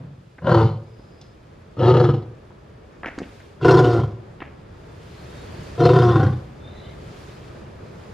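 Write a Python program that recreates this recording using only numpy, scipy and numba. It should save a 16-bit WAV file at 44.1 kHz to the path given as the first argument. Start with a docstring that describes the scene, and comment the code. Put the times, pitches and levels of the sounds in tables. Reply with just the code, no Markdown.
"""As an earlier grunt dies away, a lion grunts four times in a concrete pen open to the air.
Deep fold pulses, broken up by a slower flap, ring a long throat; chest, mouth and breath sound with it.
Feet crunch on grit near the microphone: bursts of noise grains through a broad resonance over a thud.
Birds whistle far off, as noise through narrow gliding resonances.
Town rumble and a swelling rush of air, both banded noise, lie beneath."""
import sys
import numpy as np
from scipy import signal
from scipy.fft import rfft, irfft
from scipy.io import wavfile
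from scipy.ndimage import uniform_filter1d
from numba import njit

SR = 44100
rng = np.random.default_rng(int(sys.argv[2]) if len(sys.argv) > 2 else 0)


def to_wav(sig):
    """Store sig (one row per channel, or 1-D mono) as 16-bit WAV at the path in sys.argv[1].

    Samples outside -1..1 are clipped; the rate is SR.
    """
    pcm = np.clip(np.atleast_2d(sig), -1, 1) * 32767
    pcm = np.round(pcm).astype(np.int16)
    wavfile.write(sys.argv[1], SR, pcm.T)  # frames by channels


N = 358841


def from_db(db):
    """Decibels to gain."""
    return 10 ** (np.asarray(db) / 20)


def rms_one(x):
    """Scale to unit rms."""
    return x / np.sqrt(np.mean(x ** 2) + 1e-20)


def at_hz(points, hz):
    """Read a spectrum on a log-frequency axis."""
    table_hz, values = np.array(points).T
    return np.interp(np.log(hz), np.log(table_hz), values)


def drift(rate_hz, size):
    """Slow random wander of rms 1: twice-smoothed noise, computed at every 40th sample."""
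    r = np.exp(-80 * np.pi * rate_hz / SR)
    noise = rng.standard_normal(size // 40 + 2002)
    slow = signal.lfilter([1], [1, -2 * r, r * r], noise)[2000:]      # drop the filter's run-in
    return np.interp(np.arange(size) / 40, np.arange(len(slow)), rms_one(slow))


@njit
def resonate(x, hz, width_hz):
    """Two-pole resonance with a moving centre, gain 1 on top."""
    y, r = np.zeros(len(x)), np.exp(-np.pi * width_hz / SR)
    for i in range(2, len(x)):
        drive = (1 - r * r) / 2 * (x[i] - x[i - 2])
        y[i] = drive + 2 * r * np.cos(2 * np.pi * hz[i] / SR) * y[i - 1] - r * r * y[i - 2]
    return y


def resonate_twice(x, hz, first_width_hz, second_width_hz):
    """Two resonances in a row on one centre, fixed or gliding: steeper skirts than one."""
    centre_hz = hz + np.zeros(len(x))
    once = resonate(x, centre_hz, float(first_width_hz))
    return resonate(once, centre_hz, float(second_width_hz))


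def even(x, span_s):
    """Divide out the slow level, keep the single bursts."""
    return x / np.sqrt(uniform_filter1d(x ** 2, int(span_s * SR)) + 1e-12)


def banded_noise(spectrum, patchy_db, size):
    """Half-octave bands of stereo noise, each with its own level, flicker and likeness; rms 1."""
    # how alike the two microphone ports hear the air: (f/Hz, left-right correlation)
    port_likeness = [(60, 0.99), (150, 1), (380, 0.37), (950, -0.23), (2380, 0.66), (5980, 0.16),
                     (15000, -0.3)]
    out, together = 0, drift(1.5, size=size)
    edges_hz = 20 * 2 ** np.arange(0, 10.1, .5)
    white = rng.standard_normal((2, 2, size))
    for k, (low, high) in enumerate(zip(edges_hz, edges_hz[1:])):
        hz = np.sqrt(low * high)
        if hz < spectrum[0][0] or low > spectrum[-1][0]:
            continue
        band = signal.butter(2, [low, high], "band", fs=SR, output="sos")
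        mid, side = signal.sosfilt(band, white[k % 2])
        alike = np.clip(at_hz(port_likeness, hz) + (hz < 50), -1, 1)  # deepest bass is alike at both ports
        flicker_db = patchy_db * (0.91 * together + drift(28, size=size))
        gain = from_db(at_hz(spectrum, hz) + flicker_db)
        out = out + gain * (np.sqrt(1 + alike) * mid + np.sqrt(1 - alike) * side * [[1], [-1]])
    return rms_one(out)


def ports(pair, start_s):
    """Sounds that start before the microphone turns to face the pen reach the right port late."""
    # (f/Hz, left lead/radians)
    port_lead = [(0, 0), (2000, 0.37), (4480, 1.0), (6200, 1.5), (7670, 2.5), (16000, 1.5)]
    turn_s = 3.15
    size = pair.shape[1]
    hz = np.fft.rfftfreq(size, 1 / SR)
    lead = (start_s < turn_s) * np.interp(hz, *np.transpose(port_lead))
    late_right = irfft(rfft(pair[1]) * np.exp(-1j * lead), size)
    return np.array([pair[0], late_right])


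def earlier_grunt():
    """The chest note of an earlier grunt still hangs in the pen: resonant noise dying away."""
    start_db, t60_s, note_hz = -34, 1, 130
    t = np.arange(N) / SR
    note = resonate_twice(rng.standard_normal(N), note_hz, 50, 82)
    return from_db(start_db - 60 * t / t60_s) * rms_one(note)


def background():
    """Town rumble and a rush of air that comes in swells, each as flickering banded noise."""
    # spectra of the town and of the moving air: (f/Hz, relative level/dB per Hz)
    rumble_spectrum = [(12, -43), (20, -19), (63, -0.5), (124, 0.5), (146, -3.5), (180, -5.5), (351, -14.5),
                       (412, -1), (474, -8.5), (735, -16.5), (1280, -20), (5000, -44), (6500, -65.5),
                       (11000, -120)]
    rush_spectrum = [(530, -33), (900, -4), (1200, 0), (1430, -2.5), (4440, -9), (7230, -16.5),
                     (13300, -27.5), (15500, -41.5)]
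    # how loud the town is: (t/s, level/dB)
    rumble_level = [(0, -44.5), (.3, -51), (1.5, -46), (3.3, -43.5), (3.6, -44.5), (4.8, -43), (5.6, -38),
                    (6.5, -39.5), (8.14, -39.5)]
    # swells of the rush: (middle t/s, spread to 1/e/s, level/dB)
    rush_swells = [(3.348, 0.18, -57.5), (5.65, 0.57, -50), (7.2, 0.39, -52.5), (8.1, 0.38, -59)]
    steady_rush_db = -63
    t = np.arange(N) / SR
    rumble_gain = from_db(np.interp(t, *np.transpose(rumble_level)))
    rumble = rumble_gain * banded_noise(rumble_spectrum, 0.91, size=N)
    rush_gain = from_db(steady_rush_db)
    for middle, spread, db in rush_swells:
        rush_gain = rush_gain + from_db(db) * np.exp(-((t - middle) / spread) ** 2)
    return rumble + rush_gain * banded_noise(rush_spectrum, 0.89, size=N)


def crunches():
    """Each crunch is a run of snaps, dying sprays of grains through a broad resonance, over a soft thud."""
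    # grit underfoot: (t/s, spray peak level/dB, grinding/s, thud level/dB re spray peak, centre f/Hz)
    grit_steps = [(0.383, -34, 0.0017, -4, 1250), (0.995, -46.5, 0.0018, 13, 860),
                  (1.213, -38.5, 0.0018, -15, 3800), (2.505, -42, 0.0037, -10, 960),
                  (3.032, -20, 0.011, -17, 1260), (3.058, -18.5, 0.01, -7, 1550),
                  (3.061, -37, .022, -30, 4750), (3.081, -24.5, 0.0016, -2, 1500),
                  (3.178, -40, .002, 18, 1800), (3.186, -31, .001, -30, 4400),
                  (3.187, -19, 0.0012, -18, 1250), (3.202, -36.5, .002, 12.5, 1500),
                  (3.217, -39, 0.0055, 18.5, 1980), (3.23, -36, 0.006, 6, 1930),
                  (3.402, -37.5, 0.0043, -14, 1570), (4.404, -27.5, 0.018, -7, 1640),
                  (4.419, -24, 0.0012, -1.5, 1060), (5.031, -45.5, 0.0011, -22, 4770)]
    snap_s, snap_t60_s = .012, .03      # grinding grit gives way in snaps
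    thud_hz, thud_width_hz = 299, 116
    out, t = np.zeros((2, N)), np.arange(int(.15 * SR)) / SR
    thud_low_pass = signal.butter(2, 2 * thud_hz, fs=SR, output="sos")
    for s, db, grinding, thud_db, hz in grit_steps:
        # a bed of fine grains with one in a hundred far harder
        grains = rng.standard_normal(len(t)) * (0.28 + 2.94 * (rng.random(len(t)) < .01))
        repeated = from_db(-60 * (t % snap_s) / snap_t60_s)
        dying = from_db(-60 * (t - grinding) / snap_t60_s)
        snaps = np.where(t < grinding, repeated, dying)
        settling = np.sqrt(grinding / 0.11) * from_db(-60 * t / 0.4)
        grains *= snaps + settling
        spray = resonate_twice(grains, hz, .7 * hz, 1.5 * hz)
        spray = spray + .04 * grains + 1.1 * resonate(grains, 700 + 0 * t, 400.)
        spray = signal.sosfilt(signal.butter(4, 1.75 * hz, fs=SR, output="sos"), spray)
        soft_blow = rng.standard_normal(len(t)) * from_db(-60 * t / 0.028)
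        thud = resonate(soft_blow, thud_hz + 0 * t, float(thud_width_hz))
        thud = signal.sosfilt(thud_low_pass, thud)
        spray, thud = spray / np.abs(spray).max(), thud / np.abs(thud).max()
        step = from_db(db) * (spray + from_db(thud_db) * thud)
        i = int(s * SR)
        out[:, i:i + len(t)] += ports(np.array([step, step]), s)
    return out


def pulse_train(cycles):
    """A one at every completed cycle."""
    return np.diff(np.floor(cycles), prepend=0) > 0


def folds(t, pitch, rough, flaps_per_s):
    """Fold pulses at the pitch of the voice; a slower flap swells them in bursts and lets turbulence flare."""
    # hardest flaps, heard as pops: (t/s, level/dB re an ordinary flap)
    hard_flaps = [(.42, -1.5), (0.444, 2.5), (0.47, 10), (0.493, 12.5), (0.516, 11), (0.545, 17),
                  (1.768, 10), (1.792, 3.5), (1.878, 10), (1.94, -1), (2.0, 2), (2.04, 2), (2.09, -0.5),
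                  (3.612, -2), (3.647, 4.5), (3.682, 4), (3.709, 2.5), (3.74, 1), (3.77, 1), (3.843, 8.5),
                  (3.932, 16), (5.778, 6), (5.803, 3), (5.854, 7.5), (5.891, 6.5), (5.934, 2.5),
                  (5.96, 2.5), (5.988, 6), (6.021, 11), (6.157, 6), (6.197, 1)]
    rasp, steady_db = .25, 5      # turbulence power factor; even pulses re the ragged source
    size = len(t)
    flaps = np.cumsum(flaps_per_s * from_db(1.0 * drift(15, size=size))) / SR
    slaps = pulse_train(flaps) * from_db(rng.normal(0, 2.5, size))
    for at, db in hard_flaps:
        if t[0] < at < t[-1]:
            i, near = int((at - t[0]) * SR), int(0.017 * SR)
            slaps[i - near:i + near] = 0      # the flap needs time to close again
            slaps[i] = from_db(db)
    burst = rms_one(signal.lfilter([1], [1, -np.exp(-1 / (0.016 * SR))], slaps))
    burst = signal.lfilter([1 / 60], [1, -59 / 60], burst)      # the gap takes a moment to open
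    flare = 1 - rough + rough * (burst + 0.055)
    # rough folds lose their beat
    cycles = np.cumsum(pitch * from_db(.3 * rough * drift(60, size=size))) / SR
    pulses = pulse_train(cycles) * from_db(rng.normal(0, 1.5, size) * rough)
    noise = rms_one(flare * rng.standard_normal(size))
    turbulence = np.sqrt(rasp) * (rough + 1.85) * noise
    source = rms_one(pulses * flare) + 1.68 * rough * rms_one(slaps) + turbulence
    # in the chest the flap adds a tone one flap rate above the voice, and the two beat
    hum = np.sin(2 * np.pi * cycles) + 1.36 * rough * np.sin(2 * np.pi * (cycles + flaps))
    # evenly spaced pulses, strongest where the voice clears
    steady = rms_one(np.diff(np.floor(np.cumsum(pitch) / SR), prepend=0))
    voiced = source + from_db(steady_db) * (1 - rough) * np.sqrt(flare) * steady
    return source, voiced, hum, flare


def tube(source, modes, glide, stretch):
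    """Parallel gliding resonances with alternating signs, each applied twice for dark valleys."""
    out = 0
    for k, (first_hz, last_hz, width_hz, db) in enumerate(modes):
        hz = (first_hz + (last_hz - first_hz) * glide) * stretch
        out = out + (-1) ** k * from_db(db) * resonate_twice(source, hz, 0.87 * width_hz, 2.84 * width_hz)
    return out


def breathe(t, source, flare, cavities):
    """Pulses and gritty turbulence coloured by the front of the mouth; the top differs at each port."""
    # overall colour of the breath: (f/Hz, relative level/dB per Hz)
    breath_spectrum = [(1180, -26), (2000, 0.5), (2450, -8.5), (3150, -6), (4550, -9), (6140, -16),
                       (11100, -29.5), (15500, -42)]
    # moments when one cavity rings out: (start t/s, end t/s, f/Hz, gain/dB)
    cavity_rings = [(.44, 0.488, 3200, 7), (3.6, 3.644, 3300, 8), (3.814, 3.896, 2940, 9),
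                    (3.91, 3.945, 4800, 10), (3.989, 4.06, 3170, 16), (5.815, 5.865, 4140, 17),
                    (6.074, 6.207, 3500, 13)]
    ring_width_hz, cavity_width_hz = 90., 150.
    flicker_db, fade_db_per_s = 5, 17      # the cavities blur as the mouth slackens
    size = len(source)
    hz = np.maximum(np.fft.rfftfreq(size, 1 / SR), 20)
    high_pass = signal.butter(1, 3000, "high", fs=SR, output="sos")
    own = signal.sosfilt(high_pass, rng.standard_normal(size))
    turbulence = rng.standard_normal(size) + .18 * own * [[1], [-1]]
    drive = 0.35 * source + flare ** 0.8 * turbulence
    jet = drive.mean(axis=0)
    for centre_hz, db in cavities:      # the cavities wander and come and go
        wander_hz = centre_hz * from_db(.12 * drift(8, size=size))
        gain = from_db(db - fade_db_per_s * (t - t[0]) + flicker_db * drift(22, size=size))
        drive += gain * resonate(jet, wander_hz, cavity_width_hz)
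    for start, end, ring_hz, db in cavity_rings:
        swell = np.sin(np.pi * np.clip((t - start) / (end - start), 0, 1))
        drive += from_db(db) * resonate(swell * jet, ring_hz + 0 * t, ring_width_hz)
    return irfft(rfft(drive) * from_db(at_hz(breath_spectrum, hz)), size)


def lion_grunts():
    """Chest, throat, mouth and breath of each grunt, driven by one pair of folds."""
    # one row per grunt: (start t/s, swell time constant/s, length/s, throat level/dB, throat sag/dB per s,
    #  chest level/dB, chest growth/dB per s, mouth level/dB re throat, breath level/dB re throat,
    #  flap rate/Hz, clear from/s after start, clear for/s, left-right level/dB, mouth sag/dB per s re throat)
    grunt_rows = [(0.4, 0.064, 0.21, -11.5, 23, -15, 3.5, -4, -20.5, 42, .16, 0.13, 3.5, 6.5),
                  (1.752, 0.055, 0.34, -8, 32, -11.5, -15.5, -8.5, -21.5, 25.2, 0.08, 0.063, 3.5, 6),
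                  (3.589, 0.047, 0.41, -5, 42, -13, -16, -6.5, -20.5, 28, 0.268, 0.12, 1.5, 3),
                  (5.76, 0.03, 0.48, -11, 21, -14.5, -2, -7, -20.5, 28.3, 0.27, 0.096, 2.5, -2)]
    # pitch of the voice, a list per grunt: (t/s, f/Hz)
    pitch_tracks = [
        [(.4, 123), (.53, 122), (.558, 112), (.704, 112), (.736, 106), (.8, 104)],
        [(1.75, 95), (1.796, 100), (1.864, 119.6), (1.9, 126), (1.954, 122.5), (2.04, 119.8), (2.11, 115),
         (2.3, 100)],
        [(3.59, 123), (3.684, 125.6), (3.73, 122.5), (3.78, 129), (3.842, 120.7), (3.89, 120), (3.952, 115),
         (4.03, 115), (4.14, 100)],
        [(5.76, 119), (5.9, 123), (5.955, 125.7), (5.986, 122), (6.108, 117.5), (6.146, 112), (6.19, 110.6),
         (6.27, 99), (6.4, 83)],
    ]
    # resonances of each grunt's posture, gliding as the jaw moves; tube() scales the width for each pass:
    # (first f/Hz, last f/Hz, nominal width/Hz, level/dB)
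    throat_modes = [
        [(356, 348, 36, 1), (550, 490, 60, 5)],
        [(357, 335, 44, 7), (494, 480, 68, 3)],
        [(356.5, 355, 65, 4.5), (492, 515, 76, -9)],
        [(350, 355, 55, 2), (488, 511, 52, -4)],
    ]
    mouth_modes = [
        [(748, 770, 44, 3), (1010, 970, 120, 4.5), (1425, 1300, 126, -1.5), (1622, 1480, 80, -3),
         (1910, 1800, 100, -16)],
        [(717, 764, 63, 2.5), (906, 954, 77, 1), (1270, 1276, 120, 0), (1740, 1700, 140, -14)],
        [(716, 733, 39, 1.5), (1013, 1044, 117, -4.5), (1448, 1376, 130, -7.5), (1825, 1780, 71, -21.5)],
        [(709, 778, 28, 3), (1010, 1094, 91, -7), (1367, 1480, 149, -10.5), (1830, 1945, 100, -23)],
    ]
    # narrow cavities at the front of the mouth, a list per grunt: (f/Hz, gain/dB)
    mouth_cavities = [
        [(3020, 13), (3530, 1), (4130, 6), (4500, 10)],
        [(2930, 13.5), (3330, 9.5), (3850, 7), (4180, 7), (5150, 5)],
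        [(2750, 6.5), (3150, 0), (3500, 5), (4250, 6), (4950, 5.5), (5550, 7.5), (6600, 3)],
        [(2720, 8.5), (3150, 10), (3600, 9.5), (4200, 6), (4950, 7.5), (5600, 7)],
    ]
    chest_hz, chest_width_hz, speaking_hz = 107.4, 74, 120.2
    swell_db, close_db_per_s, tail_s = 32, 186, .2      # the throat swells, sags, then closes
    chest_swell_db, chest_linger_s, chest_close_db_per_s = 21.5, 0.05, 167
    settled_rough, onset_rough, settle_s = .65, .25, .12      # extra roughness while the folds settle
    clear_rough, clearing_s = .15, .035      # roughness while the voice is clear; time to clear
    mouth_linger_db_per_s = 8      # the mouth resonances die slower than the throat
    # the breath thins through the grunt but outlasts the closing throat
    breath_sag_db_per_s, breath_linger_db_per_s = 5.5, 77
    chest_high_pass = signal.butter(2, chest_hz / 2, "high", fs=SR, output="sos")
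    middle_band = signal.butter(2, [430, 1600], "band", fs=SR, output="sos")
    out = np.zeros((2, N))
    for row, tune, throat, mouth, cavities in zip(
            grunt_rows, pitch_tracks, throat_modes, mouth_modes, mouth_cavities):
        (start, swell, length, throat_db, sag, chest_db, growth, mouth_db, breath_db,
         flaps_per_s, clear_at, clear_for, pan_db, mouth_sag) = row
        at = np.arange(int(start * SR), int((start + length + tail_s) * SR))
        t = at / SR
        age = t - start
        closing_s = np.maximum(age - length, 0)
        chest_closing_s = np.maximum(age - length - chest_linger_s, 0)

        rise_db = -swell_db * np.exp(-np.abs(age / swell) ** 1.4)      # a soft lead-in, then a quick swell
        voice_gain = from_db(throat_db + rise_db - sag * age - close_db_per_s * closing_s)
        chest_rise_db = rise_db * chest_swell_db / swell_db
        chest_gain = from_db(chest_db + chest_rise_db + growth * age
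                             - chest_close_db_per_s * chest_closing_s)
        mouth_gain = from_db(mouth_db - mouth_sag * age + mouth_linger_db_per_s * closing_s)
        breath_gain = from_db(breath_db - breath_sag_db_per_s * age + breath_linger_db_per_s * closing_s)

        pitch = np.interp(t, *np.transpose(tune))
        rough = settled_rough + onset_rough * np.exp(-age / settle_s)
        inside_clear_s = np.minimum(age - clear_at, clear_at + clear_for - age)
        clear = np.clip(1 + inside_clear_s / clearing_s, 0, 1)
        rough = rough + (clear_rough - rough) * clear
        source, voiced, hum, flare = folds(t, pitch, rough, flaps_per_s)

        chest_ring = resonate_twice(source, chest_hz, chest_width_hz, 93)
        chest = even(hum + 0.69 * even(chest_ring, 0.033), 0.068)
        chest = signal.sosfilt(chest_high_pass, chest)
        # a sinking larynx lowers pitch and the first throat resonance together
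        larynx = (pitch / speaking_hz) ** .7
        jaw = np.minimum(age / length, 1.25) ** 2.46      # the jaw moves most towards the end
        throat_ring = tube(voiced, throat[:1], jaw, larynx) - tube(voiced, throat[1:], jaw, 1)
        low = chest_gain * chest + voice_gain * even(throat_ring, 0.085)
        upper = voice_gain * mouth_gain * even(tube(voiced, mouth, jaw, 0.99), 0.077)
        air = voice_gain * breath_gain * even(breathe(t, source, flare, cavities), 0.11)

        fade = np.clip(np.minimum(age, t[-1] - t) / 0.05, 0, 1)
        middle = signal.sosfiltfilt(middle_band, low + upper)
        # the middle range leans to the left, or to the right where the table is negative
        lean = from_db([[pan_db / 2], [-pan_db / 2]]) - 1
        out[:, at] += ports(fade * (low + upper + air + lean * middle), start)
    return out


def whistles():
    """Wavering far tones: noise through a narrow gliding resonance."""
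    # birds far off: (start t/s, end t/s, first f/Hz, last f/Hz, rms level/dB before fades, waver width/Hz)
    bird_calls = [(.8, 1.4, 4950, 5060, -70.5, 190), (5.08, 5.3, 4050, 4350, -66, 120),
                  (5.3, 5.76, 4300, 4700, -64, 130), (5.27, 5.42, 3690, 3770, -60, 90),
                  (6.6, 6.71, 3500, 3700, -55.5, 70), (6.7, 6.95, 3650, 3560, -61, 110),
                  (6.69, 6.92, 3950, 3950, -59, 130), (6.82, 6.89, 2950, 3180, -59, 90),
                  (6.73, 6.8, 2080, 1880, -59, 150), (6.83, 6.89, 2170, 2020, -59, 110)]
    out = np.zeros(N)
    for start, end, first_hz, last_hz, db, waver_hz in bird_calls:
        at = np.arange(int(start * SR), int(end * SR))
        hz = np.linspace(first_hz, last_hz, len(at))
        tone = resonate_twice(rng.standard_normal(len(at)), hz, waver_hz, 2 * waver_hz)
        fade = np.hanning(len(at)) ** (1 / 3)
        flicker = from_db(2.0 * drift(45, size=len(at)))
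        out[at] += from_db(db) * rms_one(tone) * fade * flicker
    return out


def pen(x):
    """Echo of the concrete: eight feedback delays a side, duller on every round."""
    t60_s, cut_hz, bass_hz = 0.65, 2100, 80
    x = signal.lfilter(*signal.butter(1, bass_hz, "high", fs=SR), x)      # the open roof lets the bass out
    out, dull = np.zeros((2, N)), np.exp(-2 * np.pi * cut_hz / SR)
    lags = (rng.uniform(.025, .06, 16) * SR).astype(int)
    for k, lag in enumerate(lags):
        loop, state = x + 1e-18, [0.]
        gain = from_db(-60 * lag / SR / t60_s)
        for i in range(lag, N, lag):
            back, state = signal.lfilter([gain * (1 - dull)], [1, -dull], loop[i - lag:i], zi=state)
            loop[i:i + lag] += back[:N - i]
        out[k % 2] += (loop - x) * (-1) ** (k // 2)
    # close ports share the bass
    side = signal.sosfilt(signal.butter(2, 900, "high", fs=SR, output="sos"), out[1])
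    return out[0] + .5 * side * [[1], [-1]]


def scene():
    """The lion in its pen, the small sounds and the air."""
    pen_db, far_send, grit_send = -19.5, 7.1, 1.2      # echo level; gains of birds and grit into the pen
    lion, far, grit = lion_grunts(), whistles(), crunches()
    echo = pen(lion.mean(axis=0) + far_send * far + grit_send * grit[0])
    return lion + from_db(pen_db) * echo + grit + far + background() + earlier_grunt()


def record(dry):
    """Peaks are rounded at full scale, the top is cut."""
    cutoff_hz = 15650      # 60 dB down from here up
    held = dry / (1 + np.abs(dry) ** 6) ** (1 / 6)
    return signal.sosfilt(signal.cheby2(20, 60, cutoff_hz, fs=SR, output="sos"), held)


dry = scene()
out = record(dry)
to_wav(out)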